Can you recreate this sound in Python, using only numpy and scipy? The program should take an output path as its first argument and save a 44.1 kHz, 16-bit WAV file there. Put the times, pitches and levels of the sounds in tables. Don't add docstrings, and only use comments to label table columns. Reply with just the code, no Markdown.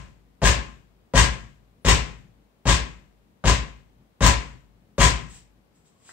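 import sys
import numpy as np
from scipy import signal
from scipy.fft import rfft, irfft, next_fast_len
from scipy.io import wavfile
from scipy.ndimage import uniform_filter1d, minimum_filter1d

SR = 44100
rng = np.random.default_rng(int(sys.argv[2]) if len(sys.argv) > 2 else 0)


def master_out(mix):
    frames = np.transpose(np.atleast_2d(mix))
    ceiling = np.clip(frames, -1, 1)
    pcm = np.round(ceiling * 32767).astype(np.int16)
    wavfile.write(sys.argv[1], SR, pcm)


def boost_factor(decibels):
    exponent = np.asarray(decibels, float) / 20
    return 10 ** exponent


N = 270200
LEAD = SR // 2
M = next_fast_len(N + LEAD)


def unit(x):
    return x / np.sqrt(np.mean(x ** 2))


def on_log(hz, table):
    f, v = np.transpose(table)
    return np.interp(np.log(np.maximum(hz, 1)), np.log(f), v)


def colour(x, table):
    n = x.shape[-1]
    hz = np.arange(n // 2 + 1) * SR / n
    return irfft(rfft(x) * boost_factor(on_log(hz, table)), n)


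def ring(modes, seconds):
    t = np.arange(int(seconds * SR)) / SR
    return sum(sign * boost_factor(db) * np.sin(2 * np.pi * hz * t) * boost_factor(-60 * t / t60)
               for hz, db, t60, sign in modes)


def body(x, peaks):
    total = 0
    for k, (hz, width, db) in enumerate(peaks):
        b, a = signal.iirpeak(hz, hz / width, fs=SR)
        total = total + (-1) ** k * boost_factor(db) * signal.lfilter(b, a, x)
    return total


def strike(shape, seconds, db):
    taps = np.zeros(M)
    taps[np.round(np.asarray(seconds) * SR).astype(int) + LEAD] = boost_factor(db)
    return signal.fftconvolve(taps, shape)[:M]


def chatter(seconds, db, rise_s, fall_s):
    t = np.arange(SR // 4) / SR
    envelope = np.exp(-t / fall_s) * np.clip(t / rise_s, 0, 1)
    return rng.standard_normal(M) * strike(envelope, seconds, db)


def room(x, gap_s=0.0029):
    # (f/Hz, t60/s)
    room_t60 = [(100, 0.73), (500, 0.41), (2000, 0.42), (8000, 0.17)]
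    t = np.arange(SR) / SR
    tail = 0
    for hz in 62.5 * 2 ** np.arange(9):
        edges = [hz / 2 ** .5, min(hz * 2 ** .5, .45 * SR)]
        octave = signal.butter(2, edges, "band", fs=SR, output="sos")
        noise = signal.sosfilt(octave, rng.standard_normal((2, SR)))
        thin_db = on_log(hz, [(250, -6), (1000, 0)])
        tail = tail + noise * boost_factor(-60 * t / on_log(hz, room_t60) + thin_db)
    tail = tail * np.clip(t / gap_s, 0, 1)
    tail = tail / np.sqrt(np.sum(tail ** 2, axis=1, keepdims=True))
    return signal.fftconvolve(x[None], tail, axes=1)[:, :M]


def heard(x, wet_db, pan_db):
    x_dull = colour(x, [(3000, 0), (8000, -7)])
    direct = np.array([np.roll(x_dull, 3), x_dull])
    pan = boost_factor(np.array([[pan_db], [-pan_db]]) / 2)
    return (direct + boost_factor(wet_db) * room(x)) * pan


def hush():
    # (f/Hz, density/dB per Hz)
    hush_curve = [(25, -45), (40, -24), (55, -11), (100, -5), (140, -5), (194, -3), (342, -12), (450, -13),
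                  (1470, -27), (4000, -33), (9000, -42), (15700, -40)]
    mid, side = colour(rng.standard_normal((2, M)), hush_curve)
    side = colour(side, [(60, -14.5), (300, -6.0), (1200, 1.0)])
    steps = np.repeat(rng.standard_normal(M // 3000 + 1), 3000)[:M]
    wander = uniform_filter1d(steps, 3000)
    bass = colour(mid, [(300, 0.), (900, -30.)]) * (boost_factor(3.5 * wander) - 1)
    both = mid + bass + side * np.array([[1], [-1]])
    return boost_factor(-62) * unit(both) * boost_factor(np.array([[1.8], [-1.8]]))


def strokes(t):
    # (loudest at t/s, level/dB, rise/s, hold/s)
    stroke_list = [
        (5.304, -49, .04, .06),
        (5.753, -66, .03, 0.013),
        (5.861, -62, 0.038, .005),
        (6.09, -48.5, .11, .005),
    ]
    rise_db, fall_db_s = 24, 262.5
    total = 0
    for s, db, rise, hold in stroke_list:
        swell = np.minimum(rise_db * (t - s) / rise, 0)
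        release = fall_db_s * np.maximum(t - s - hold, 0)
        total = total + boost_factor(db + swell - release)
    return total


def hand():
    # (f/Hz, density/dB per Hz)
    skin = [(800, -16.5), (2000, -13.5), (4500, -10), (6300, -7.5), (7800, 1.5), (8900, -8.5),
            (10400, -35.5), (12500, -24), (15500, -26.5)]
    # (f/Hz, width/Hz, level/dB)
    latch = [(1320, 200, -5), (1700, 200, -3), (1840, 60, 4), (2050, 200, -12), (600, 200, -8),
             (1100, 150, -7)]
    latch_s, latch_db = 6.0905, -22
    t = (np.arange(M) - LEAD) / SR
    grains = rng.standard_normal(M) * boost_factor(2. * rng.exponential(size=M))
    slide = unit(colour(grains, skin)) * strokes(t)
    swivel = body(chatter([5.94], -42.0, 0.025, 0.087), [(1090.0, 16.0, 0)])
    snap = chatter([latch_s], latch_db, .0001, .001)
    snap = snap + chatter([latch_s], latch_db - 11, .0005, .014)
    return slide + swivel + body(snap, latch)


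def clack():
    # (f/Hz, width/Hz, level/dB)
    frame_peaks = [(1000, 270, 0.5), (1444, 400, -2), (1863, 370, -2)]
    return body(chatter([5.0145], -1, 0.00028, .003), frame_peaks)


def shaking(t):
    peak_s, peak_db = .037, 2.5
    rise_db_s, fall_db_s = 504, 189
    stop_s, stop_db_s = .11, 252
    settle_db, settle_db_s = -7.5, 123
    late = t - peak_s
    swell = np.minimum(rise_db_s * late, -fall_db_s * late)
    doors = peak_db + swell - stop_db_s * np.maximum(t - stop_s, 0)
    return np.where(late > 0, np.maximum(doors, settle_db - settle_db_s * t), doors)


def cabinet(s, rattle_db, ring_db, tilt_db, swing):
    # (f/Hz, density/dB per Hz)
    rattle_curve = [(60, -13), (120, 8), (260, 0.5), (450, -1.5), (900, -9), (2000, -5), (3150, -4),
                    (4800, -6), (7700, -2), (8900, -12.5), (9700, -38.5), (10400, -57), (11300, -33.5),
                    (12500, -27), (15500, -31)]
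    # (f/Hz, width/Hz, level/dB)
    steel_doors = [(998, 18, -0.5), (1043, 20, 2), (1100.3, 18, -2.5), (1206, 26, -9.5), (1636, 45, -8.5),
                   (1690, 70, -9.5), (1898, 58, -10), (2099, 20, -13), (3130, 160, -16)]
    t = np.arange(SR // 2) / SR
    shake = boost_factor(shaking(t))
    slams = .004 + np.arange(4) / 58.48
    shake = shake + sum(boost_factor(3 + shaking(at)) * np.exp(-np.maximum(t - at, 0) / 0.00032) * (t > at)
                        for at in slams)
    ticks = rng.standard_normal(M) * (rng.random(M) < .03) * boost_factor(3 * rng.exponential(size=M))
    ticks = ticks / np.sqrt(uniform_filter1d(ticks ** 2, 1500) + 1e-9) * boost_factor(2.5 * swing)

    hiss = unit(colour(ticks, rattle_curve))
    top = signal.sosfilt(signal.butter(2, 4500., "high", fs=SR, output="sos"), hiss)
    plain = strike(shake, s - .003, rattle_db)
    bright = strike(shake, s - .003, rattle_db + tilt_db)
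    rattle = hiss * plain + top * (bright - plain)

    blow = np.searchsorted(s, (np.arange(M) - LEAD) / SR + .003).clip(1) - 1
    favour = boost_factor(3 * rng.standard_normal((len(s), len(steel_doors))))
    drive = ticks * strike(shake ** 1.5, s - .003, ring_db)
    doors = sum(body(drive * favour[blow, k], [door]) for k, door in enumerate(steel_doors))
    return np.array([boost_factor(-26.5) * rattle, boost_factor(-10.5) * doors])


def knock(s, db):
    # (f/Hz, width/Hz, level/dB)
    boards = [(247, 32, -3), (348, 49, -4.5), (384, 85, -0.5), (570, 47, 6.5), (687, 18, 5),
              (940, 220, -3.5), (2114, 1800, -26)]
    pad = chatter(s - .003, db, 0.0017, 0.052)
    tick = chatter(s - .003, db, 0.0005, 0.009)
    return boost_factor(-5.0) * body(pad + boost_factor(1.5) * tick, boards)


def boom(s, db):
    # (f/Hz, level/dB, t60/s, sign)
    joists = [(42.5, -22.1, 0.44, 1), (49.7, -14.2, 0.4, -1), (52.0, -40.0, 1.55, -1),
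              (55.1, -10.6, 0.44, -1), (57.5, -5.2, 0.36, 1), (61.4, -26.0, 0.57, -1),
              (65.5, -21.9, 0.44, -1), (69.1, -16.5, 0.48, 1), (73.2, -17.9, 0.42, -1),
              (80.3, -22.7, 0.35, 1), (93.0, -13.8, 0.27, 1), (95.3, -7.9, 0.1, -1),
              (105.9, -13.5, 0.32, 1), (110.3, -15.2, 0.33, -1), (127.5, -27.8, 0.54, 1),
              (140.5, -34.6, 0.7, 1), (164.0, -11.6, 0.29, -1), (164.3, -8.5, 0.12, 1),
              (182.6, -22.2, 0.33, -1), (203.2, -30.2, 0.44, -1), (219.5, -35.7, 0.56, 1),
              (244.9, -34.4, 0.55, -1), (262.1, -28.1, 0.27, -1), (266.6, -27.5, 0.18, 1),
              (310.4, -42.4, 0.6, 1), (371.8, -54.7, 0.85, -1)]
    # (f/Hz, level/dB, t60/s, sign)
    room_modes = [(48.4, -44, 1.2, -1), (108, -48, 1.2, 1)]
    push = np.hanning(100)
    modes = ring([*joists, *room_modes], 1.2)
    return strike(np.convolve(modes, push / push.sum()), s - .0031, db)


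def scene():
    # (t/s, boom level/dB, knock level/dB, rattle level/dB, steel ring level/dB)
    blows = [
        (-.28, 1.5, 6, 4, 4.5),
        (0.42, -1, -1.5, 1, 1.5),
        (1.1396, .5, -5, 3, 3),
        (1.8498, -0.5, -9.5, 3, 0),
        (2.6562, -2, -10, 0.5, -1),
        (3.442, -1, -4, -0.5, -3.5),
        (4.209, 1, -6, 3, 1.5),
        (4.9831, 0, -6, 3, 5),
    ]
    s, boom_db, knock_db, rattle_db, ring_db = np.transpose(blows)
    tilt_db = -1.5 + .6 * ring_db
    floor = boom(s, boom_db)
    swing = floor / (np.abs(signal.hilbert(floor)) + 1e-4)
    mix = np.array([np.roll(floor, 3) * boost_factor(2.9), floor * boost_factor(-.9)])
    mix = mix + heard(knock(s, knock_db), -7, 4.2)
    steel = np.array([cabinet(s, rattle_db, ring_db, tilt_db, swing) for _ in range(3)])
    mix = mix + sum(heard(rattle, 0.13, 5.4) for rattle in steel[:, 0])
    mix = mix + heard(steel[:, 1].sum(0) + clack(), -5.5, 8.4)
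    mix = mix + heard(hand(), -4.3, 3.5) + hush()
    return mix[:, LEAD:LEAD + N]


def top_cut(x):
    return signal.sosfilt(signal.butter(12, 15880, fs=SR, output="sos"), x)


def record(dry):
    x = np.array([dry[0], signal.lfilter(*signal.butter(1, 20, "high", fs=SR), dry[1])])
    limit = np.minimum(1, .93 / (np.abs(x).max(0) + 1e-9))
    x = x * uniform_filter1d(minimum_filter1d(limit, 101), 51)
    port = [(2800, 0), (4500, -4), (6000, -3), (8000, 4), (11000, 0)]  # (f/Hz, gain/dB)
    x = np.array([x[0], colour(x[1], port)])
    hz = np.arange(N // 2 + 1) * SR / N
    spectrum = rfft(x) * (hz < 15700)
    x = irfft(spectrum, N)
    weak = irfft(spectrum * ((hz > 9450) & (hz < 11400)), N)
    treble = irfft(spectrum.mean(0) * ((hz > 5000) & (hz < 9000)), N)
    masked = uniform_filter1d(treble ** 2, 1024) > boost_factor(2 * -65)
    finished = x - weak * uniform_filter1d(1. * masked, 512)
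    return top_cut(finished)


dry = scene()
out = record(dry)
master_out(out)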